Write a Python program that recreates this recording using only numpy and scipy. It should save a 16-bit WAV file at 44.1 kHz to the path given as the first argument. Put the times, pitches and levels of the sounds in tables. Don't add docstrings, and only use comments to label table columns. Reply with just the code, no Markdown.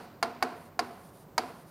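import sys
import numpy as np
from scipy import signal
from scipy.fft import rfft, irfft, next_fast_len
from scipy.io import wavfile
from scipy.ndimage import map_coordinates

SR = 44100
rng = np.random.default_rng(int(sys.argv[2]) if len(sys.argv) > 2 else 0)


def level_to_linear(level):
    exponent = np.asarray(level, float) / 20
    return 10 ** exponent


def wav_record(signal):
    frames = np.transpose(np.atleast_2d(signal))
    bounded = np.clip(frames, -1, 1)
    quanta = np.round(bounded * 32767).astype(np.int16)
    wavfile.write(sys.argv[1], SR, quanta)


N = 74970
LEAD = SR // 4

# [f/Hz, level/dB per Hz]
AIR_SPECTRUM = [(30, -17.5), (160, 0.5), (500, -8.5), (1000, -12.5), (2500, -29.5), (6000, -35),
                (12000, -37), (16000, -35)]
# [f/Hz, width/Hz, level/dB]
AIR_HUMS = [(93.2, 11.6, -68.5), (178, 41, -67), (555.6, 96, -64)]
# [f/Hz, level/dB rms]
WHINE_TONES = [(13741, -74)]
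# [start t/s, end t/s, level/dB]
STROKES = [
    (-.05, .085, -66.5),
    (.24, .32, -75),
    (.44, .56, -70),
    (0.54, 0.704, -65),
    (.805, 0.976, -65.5),
    (0.953, 1.124, -64),
    (1.11, 1.258, -63),
    (1.395, 1.539, -63),
    (1.515, 1.656, -65.5),
    (1.648, 1.75, -63),
]
# [f/Hz, level/dB]
SLIDE_SPECTRUM = [(700, 13), (2000, -5), (4500, 0), (8200, -4), (9300, 7), (10500, 0), (12200, 2.5),
                  (15500, -19)]
# [f/Hz, t/s]
ROOM_DECAY = [(100, 1), (260, 0.48), (700, 0.69), (1840, 0.79), (4850, 0.72), (10000, 0.67)]
# [f/Hz, width/Hz, level/dB]
RADIATED = [(247.5, 27, 11.5), (357, 110, 5), (456, 68, 7), (716.5, 160, 7.5), (1013, 273, 2),
            (1374, 480, -4), (2040, 1830, -12), (4400, 1750, -15), (9900, 9800, -23)]
# [f/Hz, level/dB]
ROOM_TOP = [(5300, -0.5), (6200, -1), (16000, -12)]
# [t/s, knock level/dB, flutter delay/ms, ring level over knock/dB, low housing ring f/Hz]
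TAPS = [
    (-.12, -12.5, 2.9, -5, 682.4),
    (.2271, -12.5, 2.9, -9, 699),
    (0.4251, -12, 2.7, -10, 779),
    (0.7917, -14, 2.85, -9.5, 729),
    (1.3792, -13, 3.15, -6, 920),
]
FLUTTER_PASSES = [-2.5, -9.5, -14.5, -21]
# [f/Hz, level/dB, 60 dB fall t/s]
PANE_MODES = [(2193, -2.5, 0.027), (3230, -25.5, 0.044), (3690, -16, 0.024), (4020, -3.5, 0.022),
              (4320, -6.5, 0.029), (4560, -4, 0.033), (4820, -1, 0.029), (5154, -6.5, 0.028)]
# [f/Hz, level/dB, 60 dB fall t/s]
HOUSING_MODES = [(250, -29, .3), (468, -30, .15)]
# [f/Hz, level/dB]
TICK_SPECTRUM = [(1800, 1), (2600, -3.5), (6500, 4.5), (8300, -6), (9500, 0), (11200, -1), (14000, -12),
                 (16000, -21)]
# [f/Hz, left minus right level/dB]
SIDES = [(60, -1.5), (1000, -1.45), (12000, -1.45)]


def unit(x):
    return x / np.sqrt(np.mean(x ** 2) + 1e-20)


def along(points, hz):
    f, v = np.transpose(points)
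    return np.interp(np.log(hz + 1), np.log(f + 1), v)


def filtered(x, response):
    m = next_fast_len(x.shape[-1] + 8192)
    spectrum = rfft(x, m) * response(np.fft.rfftfreq(m, 1 / SR))
    return irfft(spectrum, m)[..., :x.shape[-1]]


def peak(f, hz, width_hz):
    return 1j * f * width_hz / (hz * hz - f * f + 1j * f * width_hz)


def delayed(f, seconds):
    return np.exp(-2j * np.pi * f * seconds)


def swell(t, seconds):
    return 1 - np.exp(-(t / seconds) ** 2)


def coloured(spectrum, size):
    below = (spectrum[0][0] / 2, -90)
    above = (spectrum[-1][0] * 1.1, -90)
    closed = [below] + list(spectrum) + [above]
    return unit(filtered(rng.standard_normal(size), lambda f: level_to_linear(along(closed, f))))


def wobble(rate):
    points = rng.standard_normal(int(N * rate / SR) + 4)
    return map_coordinates(points, [np.arange(N) * rate / SR])


def air():
    out = level_to_linear(-54.5 + 0.8 * wobble(4.7)) * coloured(AIR_SPECTRUM, N)
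    for hz, width_hz, db in AIR_HUMS:
        hum = filtered(rng.standard_normal(N), lambda f: peak(f, hz, width_hz) ** 2)
        out += level_to_linear(db) * unit(hum)
    return out


def whine():
    t = np.arange(N) / SR
    return sum(level_to_linear(db) * np.sqrt(2) * np.sin(2 * np.pi * hz * t) for hz, db in WHINE_TONES)


def slide():
    t = np.arange(N) / SR
    edge = lambda u: np.clip(u / 0.033, 0, 1)
    speed = sum(level_to_linear(db) * edge(t - start) * edge(end - t) for start, end, db in STROKES)
    grain = level_to_linear(0.72 * wobble(26.5) + 0.8 * wobble(270))
    return speed * grain * coloured(SLIDE_SPECTRUM, N)


def room(ring_db):
    t = np.arange(SR) / SR
    hz, frame_t, z = signal.stft(rng.standard_normal(SR), SR, nperseg=256)
    fading = z * level_to_linear(-60 * frame_t / along(ROOM_DECAY, hz)[:, None])
    late = signal.istft(fading, SR, nperseg=256)[1][:SR]
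    early = rng.standard_normal(SR) * level_to_linear(-60 * t / 0.098)
    uneven = level_to_linear(1 * wobble(300)[:SR])
    tail = (level_to_linear(-12.5) * late + level_to_linear(-0.5) * early) * uneven

    def colour(f):
        return np.sqrt(sum(abs(level_to_linear(db) * peak(f, hz, width_hz) ** 2) ** 2 for hz, width_hz, db in RADIATED))

    def bright(f):
        tilt = [(2500, 0.0047), (4000, 0.77 * (ring_db + 5))]
        return level_to_linear(along(tilt, f) + along(ROOM_TOP, f))

    split_hz = 560
    bands = lambda f: np.array([f < split_hz, f >= split_hz])
    low, high = filtered(tail, lambda f: colour(f) * bright(f) * bands(f))
    return low * swell(t, 0.013) + high * swell(t, 0.0024)


def thud(t):
    push = filtered(1. * (t == 0), lambda f: peak(f, 40, 65))
    return level_to_linear(-31) * push / abs(push).max()


def rings(modes, t, swell_s, step_s, blur):
    hz, db, t60 = np.transpose(modes)[:, :, None]
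    luck = rng.standard_normal((len(modes), 2))
    level = level_to_linear(db + 1 * luck[:, :1] - 60 * t / t60)
    waves = level * np.cos(2 * np.pi * (hz * (t - step_s) + blur * luck[:, 1:]))
    return waves.sum(0) * swell(t, swell_s)


def housing_ring(t):
    linger_hz, split_hz = 698, 26.33
    pair = [(linger_hz + side * split_hz, -32.5, 0.64) for side in (0, 1)]
    return rings(HOUSING_MODES + pair, t, swell_s=0.013, step_s=0, blur=4.5)


def pane_ring(t, ring_db):
    return level_to_linear(ring_db) * rings(PANE_MODES, t, swell_s=0.0022, step_s=0.003, blur=0.12)


def tick(t, ring_db):
    click = level_to_linear(-60 * t / 0.0083)
    fizz = level_to_linear(-3 - 60 * t / 0.042)
    fade = (click + fizz) * swell(t, 0.0008)
    return level_to_linear(-18.5 + ring_db + 10.5) * fade * coloured(TICK_SPECTRUM, len(t))


def knock(t, delay_ms, box_hz):
    def flutter(f):
        return 1 + sum(level_to_linear(db) * delayed(f, (k + 1) * delay_ms / 1000) for k, db in enumerate(FLUTTER_PASSES))

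    def box(f):
        return level_to_linear(6) * peak(f, box_hz, 51) * delayed(f, 0.00012)

    def response(f):
        return -peak(f, 970, 1970) ** 4 * (flutter(f) + box(f)) * delayed(f, 0.00035)

    out = filtered(1. * (t == 0), response)
    return out / abs(out).max()


def tap(delay_ms, ring_db, box_hz):
    t = np.arange(SR // 2) / SR
    body = knock(t, delay_ms, box_hz) + thud(t) + housing_ring(t)
    return body + tick(t, ring_db) + pane_ring(t, ring_db)


def taps():
    out = np.zeros(LEAD + N + 2 * SR)
    for s, db, delay_ms, ring_db, box_hz in TAPS:
        at = LEAD + round(s * SR)
        direct = tap(delay_ms, ring_db, box_hz)
        out[at:at + len(direct)] += level_to_linear(db) * direct
        out[at:at + SR] += level_to_linear(db) * room(ring_db)
    return out[LEAD:LEAD + N]


def scene():
    mono = air() + whine() + slide() + taps()
    return np.array([mono, mono])


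def top_cut(x):
    return signal.sosfilt(signal.butter(12, 16510, fs=SR, output="sos"), x)


def record(dry):
    def response(f):
        balance = along(SIDES, f) * np.array([[0.5], [-0.5]])
        return level_to_linear(balance - 32 * (f > 15850))

    return top_cut(filtered(dry, response))


dry = scene()
out = record(dry)
wav_record(out)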